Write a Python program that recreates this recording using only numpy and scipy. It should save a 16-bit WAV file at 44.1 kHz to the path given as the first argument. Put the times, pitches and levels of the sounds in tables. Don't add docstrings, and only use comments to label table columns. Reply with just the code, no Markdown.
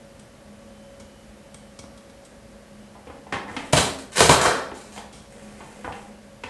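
import sys
import numpy as np
from scipy import signal
from scipy.fft import rfft, irfft
from scipy.io import wavfile
from scipy.ndimage import uniform_filter1d

SR = 44100
rng = np.random.default_rng(int(sys.argv[2]) if len(sys.argv) > 2 else 0)


def store_pcm(level_fs):
    pcm = np.round(np.clip(level_fs, -1, 1) * 32767).astype(np.int16)
    wavfile.write(sys.argv[1], SR, np.atleast_2d(pcm).T)


N = 286514
TIME = np.arange(N) / SR
TAIL = TIME[:SR]

# mode in Hz, level in dB, t60 in seconds.
BASE_MODES = [(75.3, -24, 0.79), (128, -19, 0.059), (163.4, -16.5, 0.083), (265, -26.5, 0.26),
              (387.4, -20.5, 0.16), (444, -20.5, 0.044), (546, -22, 0.015), (630, -27.5, 0.067),
              (696, -22.5, 0.036), (800, -29.5, 0.057), (885, -28, 0.18), (960, -27.5, 0.056),
              (1078, -25.5, 0.52), (1310, -31, 0.14), (1515, -26, 0.034), (1580, -34, 0.087),
              (1850, -29, 0.033), (2316, -22, 0.039), (2490, -31, 0.034), (3156, -26, 0.11),
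              (3750, -47, 0.027), (3992, -23, 0.021)]
# mode in Hz, level in dB, t60 in seconds.
LID_MODES = [(500, -27, 0.022), (811, -21.5, 0.22), (882, -22, 0.067), (1013, -27, 0.074),
             (1513, -27.5, 0.1), (1813, -15.5, 0.039), (2080, -9.5, 0.013), (2490, -11.5, 0.007),
             (3107, -18, 0.016)]
BAND_EDGES_HZ = [55, 250, 1200, 3500, 11000]


def lid_slams():
    # start in seconds, relative level and hardness in dB, contact in seconds, favoured Hz.
    slams = [(3.731, -12, -1.5, 0.0031, 672), (3.766, -17.5, 2.5, .027, 3120), (4.178, -20.5, 4, .011, 530),
             (4.204, -8.5, 0, 0.0025, 535), (4.286, -25, -9, 0.012, 8800), (4.293, -7, -1.5, 0.0014, 936),
             (4.315, -27, -11, 0.017, 460), (4.360, -22, -19, 0.0023, 485), (4.452, -18, -0.5, 0.019, 1370)]
    return blows(slams, BASE_MODES, gain_db=-5.5, thump_db=-11, clack_db=-7, snap_db=-8,
                 top_hz=9500, favour=1.5, rise_s=.0029, wet_db=1.5)


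def table_thuds():
    # start in seconds, level in dB, length of the push in seconds.
    pushes = [(3.731, -23, 0.0044), (3.764, -27.5, 0.0038), (4.204, -26.5, 0.0032), (4.289, -22, .006)]
    out = np.zeros(N + SR)
    for s, level_db, push_s in pushes:
        push = np.sin(np.pi * np.minimum(TAIL / push_s, 1))
        thud = band(ring(push, BASE_MODES), BAND_EDGES_HZ[0], BAND_EDGES_HZ[1])
        start = int(s * SR)
        out[start:start + SR] += at_attack_level(thud, level_db)
    return signal.fftconvolve(out, kitchen(wet_db=-1))[:N]


def blade_crunch():
    # start in seconds, level in dB, hold and release in seconds.
    splits = [(3.725, -19.5, .008, 0.013), (3.762, -23, 0.013, 0.049), (3.982, -42.5, 0.028, 0.0088),
              (4.117, -41.5, .04, .01), (4.155, -25.5, 0.03, .04), (4.19, -24.5, 0.073, 0.0077),
              (4.288, -22, 0.037, 0.022), (4.41, -26.5, 0.013, 0.06), (4.74, -47.5, 0.023, 0.1),
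              (4.92, -47.5, 0.06, .015)]
    # frequency in Hz, level in dB.
    spectrum = [(100, -19), (400, -0.5), (1000, 5.5), (2000, 6), (3200, 4), (4500, 5.5), (5600, 3),
                (6800, 6.5), (8600, 6), (10000, 1), (12000, -1.5)]
    return grains(splits, spectrum, BASE_MODES, attack_s=.0013, per_s=2000,
                  spread_db=23.5, grain_s=.00085, wet_db=3.5)


def dice_tumble():
    # start in seconds, level in dB, hold and release in seconds.
    falls = [(4.305, -12.5, 0.012, .018), (4.38, -23, 0.075, 0.078)]
    # frequency in Hz, level in dB.
    spectrum = [(60, -34), (150, -7), (300, 2), (530, 21), (750, 13), (1200, 20.5), (1700, 17.5),
                (2500, 4.5), (5000, 5), (12000, -19)]
    return grains(falls, spectrum, BASE_MODES, attack_s=.012, per_s=490,
                  spread_db=14, grain_s=.0024, wet_db=.5)


def lid_knocks():
    # start in seconds, relative level and hardness in dB, contact in seconds, favoured Hz.
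    knocks = [(2.949, -43, -18, 0.0064, 800), (3.068, -38.5, -12, 0.013, 460),
              (3.097, -38, -13.5, 0.0058, 265), (3.266, -40.5, -14, 0.0072, 720),
              (3.323, -25, -4, .005, 1740), (3.336, -26.5, -5.5, .007, 1080), (3.476, -35, -7, 0.05, 1850),
              (3.564, -28, -2.5, 0.0049, 275), (4.714, -33, -14, 0.0051, 394), (4.958, -39, -8, 0.02, 765),
              (4.976, -36, -7.5, 0.0035, 3260), (5.603, -39.5, -8.5, 0.0077, 970),
              (5.843, -30.5, -10, 0.0077, 1560), (5.877, -29, -20, 0.00064, 775),
              (5.921, -37.5, -4, 0.0048, 2670), (6.435, -32, -3, 0.0039, 2600)]
    return blows(knocks, LID_MODES, gain_db=-5, thump_db=-8.5, clack_db=1, snap_db=-5.5,
                 top_hz=6500, favour=2, rise_s=.0025, wet_db=2)


def grid_ticks():
    # start in seconds, relative level and hardness in dB, contact in seconds, favoured Hz.
    ticks = [(0.194, -59, 2.5, 0.0049, 8340), (0.997, -48.5, -1.5, 0.015, 6500),
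             (1.543, -49, 1, 0.0026, 8450), (1.789, -44.5, 0, .005, 5600), (1.839, -44, -10, 0.0019, 464),
             (1.974, -62.5, 3.5, 0.0077, 3800), (2.097, -57, -1, .0065, 3800), (2.248, -65, 6, 0.01, 7800),
             (5.125, -52, 1.5, 0.07, 2820)]
    # mode in Hz, level in dB, t60 in seconds.
    grid_modes = [(1400, -20, 0.05), (2250, -10, .04), (3290, -16.5, 0.044), (5600, -24, 0.02),
                  (8450, -13, 0.027)]
    return blows(ticks, grid_modes, gain_db=-7, thump_db=6.5, clack_db=-2, snap_db=5.5,
                 top_hz=10000, favour=1, rise_s=.0013, wet_db=-2.5)


def hinge_rub():
    # start in seconds, level in dB, hold and release in seconds.
    swings = [(3.34, -59, .04, .05), (3.48, -49.5, .21, .02), (5.3, -53.5, 0.71, 0.089)]
    # frequency in Hz, level in dB.
    spectrum = [(100, 11.5), (500, 12.5), (1100, 2), (1400, 2.5), (2000, -3), (3000, -5.5), (4500, -5.5),
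                (8700, -0.5), (12000, -10)]
    return grains(swings, spectrum, LID_MODES, attack_s=.007, per_s=990,
                  spread_db=8, grain_s=.0012, wet_db=3)


def appliance_hum(waver_db=4.5):
    # centre and width in Hz, level in dB.
    duct_resonances = [(55, 5.3, -60), (217.6, 25, -54), (559.4, 10, -62)]
    # frequency in Hz, level in dB.
    motor_tones = [(208, -56), (554.3, -57), (1134.5, -69.5), (1184, -82), (2909, -78), (3058, -76)]
    out = np.zeros(N)
    for hz, width_hz, db in duct_resonances:
        airflow = band(rng.standard_normal(N), hz - width_hz / 2, hz + width_hz / 2, order=1)
        out += undb(db) * unit(airflow)
    for hz, db in motor_tones:
        waver = np.interp(TIME, np.linspace(0, TIME[-1], 40), rng.standard_normal(40))
        tone = np.sqrt(2) * np.sin(2 * np.pi * (hz * TIME + rng.random()))
        out += undb(db + waver_db * waver) * tone
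    return out


def room_air(level_db=-49.5):
    # frequency in Hz, relative spectral density in dB.
    spectrum = [(15, -50), (25, -42), (38, -2), (117, -3.5), (148, -2), (173, -14.5), (207, -0.5),
                (242, -10), (437, -9), (552, -4.5), (678, -10), (1170, -18), (1590, -16.5), (3100, -23.5),
                (11900, -28.5), (15400, -65), (22000, -120)]
    return undb(level_db) * unit(colour(rng.standard_normal(N), spectrum))


def kitchen(wet_db, build_s=.0007, table_s=.0004, table_share=.088):
    # frequency in Hz, the room's t60 in seconds.
    decay_times = [(80, 0.16), (210, 0.68), (560, 0.55), (1500, 0.47), (4000, 0.41), (10000, 0.27)]
    noise = rfft(rng.standard_normal(SR))
    octave = np.round(np.log2(np.maximum(np.arange(len(noise)), 64)))
    tail = sum(irfft(noise * (octave == k), SR) * decay(on_log_axis(2 ** k, decay_times))
               for k in np.unique(octave))
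    tail *= 1 - np.exp(-TAIL / build_s)
    response = undb(wet_db) * even(tail, width_hz=40)
    response[0] += 1
    response[int(table_s * SR)] += table_share
    return response


def blows(rows, modes, gain_db, thump_db, clack_db, snap_db, top_hz, favour, rise_s, wet_db):
    out = np.zeros(N + SR)
    for s, level_db, hardness_db, contact_s, favoured_hz in rows:
        pressure = (1 - np.exp(-TAIL / rise_s)) * np.exp(-TAIL / contact_s)
        force = even(rng.standard_normal(SR) * pressure, width_hz=300)
        force += favour * band(force, favoured_hz * .9, favoured_hz * 1.1, order=1)
        force = signal.sosfilt(signal.butter(2, top_hz, fs=SR, output="sos"), force)
        sound = signal.fftconvolve(ring(force, modes), kitchen(wet_db))[:SR]
        start = int(s * SR)
        balance_db = [thump_db, 0, clack_db + hardness_db, snap_db + 2 * hardness_db]
        for db, lo_hz, hi_hz in zip(balance_db, BAND_EDGES_HZ, BAND_EDGES_HZ[1:]):
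            part = band(sound, lo_hz, hi_hz, order=4)
            out[start:start + SR] += at_attack_level(part, gain_db + level_db + db)
    return out[:N]


def grains(strokes, spectrum, modes, attack_s, per_s, spread_db, grain_s, wet_db):
    sizes = undb(-spread_db * rng.random(N))
    impacts = (rng.random(N) < per_s / SR) * sizes
    grain_decays = signal.lfilter([1], [1, -np.exp(-1 / (grain_s * SR))], impacts)
    bursts = colour(grain_decays * rng.standard_normal(N), spectrum)
    sound = unit(ring(bursts, modes)) * envelope(strokes, attack_s)
    return signal.fftconvolve(sound, kitchen(wet_db))[:N]


def ring(force, modes):
    response = np.zeros(SR)
    for hz, db, t60 in modes:
        amplitude = undb(db) * np.sqrt(4 * np.log(1000) / (t60 * SR))
        response += amplitude * np.cos(2 * np.pi * hz * TAIL) * decay(t60)
    return force + signal.fftconvolve(force, response)[:len(force)]


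def envelope(strokes, attack_s):
    power = np.zeros(N)
    for s, db, hold_s, release_s in strokes:
        age = np.maximum(TIME - s, 0)
        swell = 1 - np.exp(-age / attack_s)
        fade = np.exp(-np.maximum(age - hold_s, 0) / release_s)
        power += (undb(db) * swell * fade) ** 2
    return np.sqrt(power)


def decay(t60):
    return np.exp(-np.log(1000) * TAIL / t60)


def even(x, width_hz):
    spectrum = rfft(x, 2 * len(x))
    width_bins = max(int(2 * width_hz * len(x) / SR), 1)
    humps = uniform_filter1d(np.abs(spectrum) ** 2, width_bins)
    flat = irfft(spectrum / np.sqrt(np.maximum(humps, 1e-12)))[:len(x)]
    return flat / np.linalg.norm(flat)


def colour(x, points):
    gain = undb(on_log_axis(np.fft.rfftfreq(len(x), 1 / SR), points))
    return irfft(rfft(x) * gain, len(x))


def on_log_axis(hz, points):
    at, value = np.transpose(points)
    return np.interp(np.log(np.maximum(hz, 1)), np.log(at), value)


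def band(x, lo_hz, hi_hz, order=3):
    return signal.sosfilt(signal.butter(order, [lo_hz, hi_hz], "band", fs=SR, output="sos"), x)


def at_attack_level(x, db):
    return undb(db) * x / np.std(x[:int(.03 * SR)])


def unit(x):
    return x / np.sqrt(np.mean(x ** 2) + 1e-20)


def undb(db):
    return 10 ** (np.asarray(db) / 20)


def scene():
    hits = grid_ticks() + lid_knocks() + lid_slams()
    textures = blade_crunch() + dice_tumble() + hinge_rub()
    return (hits + textures + table_thuds() + room_air() + appliance_hum())[None]


def record(dry, ceiling=.86, droop_hz=11300, cutoff_hz=11900):
    overloaded = np.clip(dry, -ceiling, ceiling)
    drooped = signal.sosfilt(signal.butter(6, droop_hz, fs=SR, output="sos"), overloaded)
    return signal.sosfilt(signal.ellip(10, .2, 70, cutoff_hz, fs=SR, output="sos"), drooped)


dry = scene()
out = record(dry)
store_pcm(out)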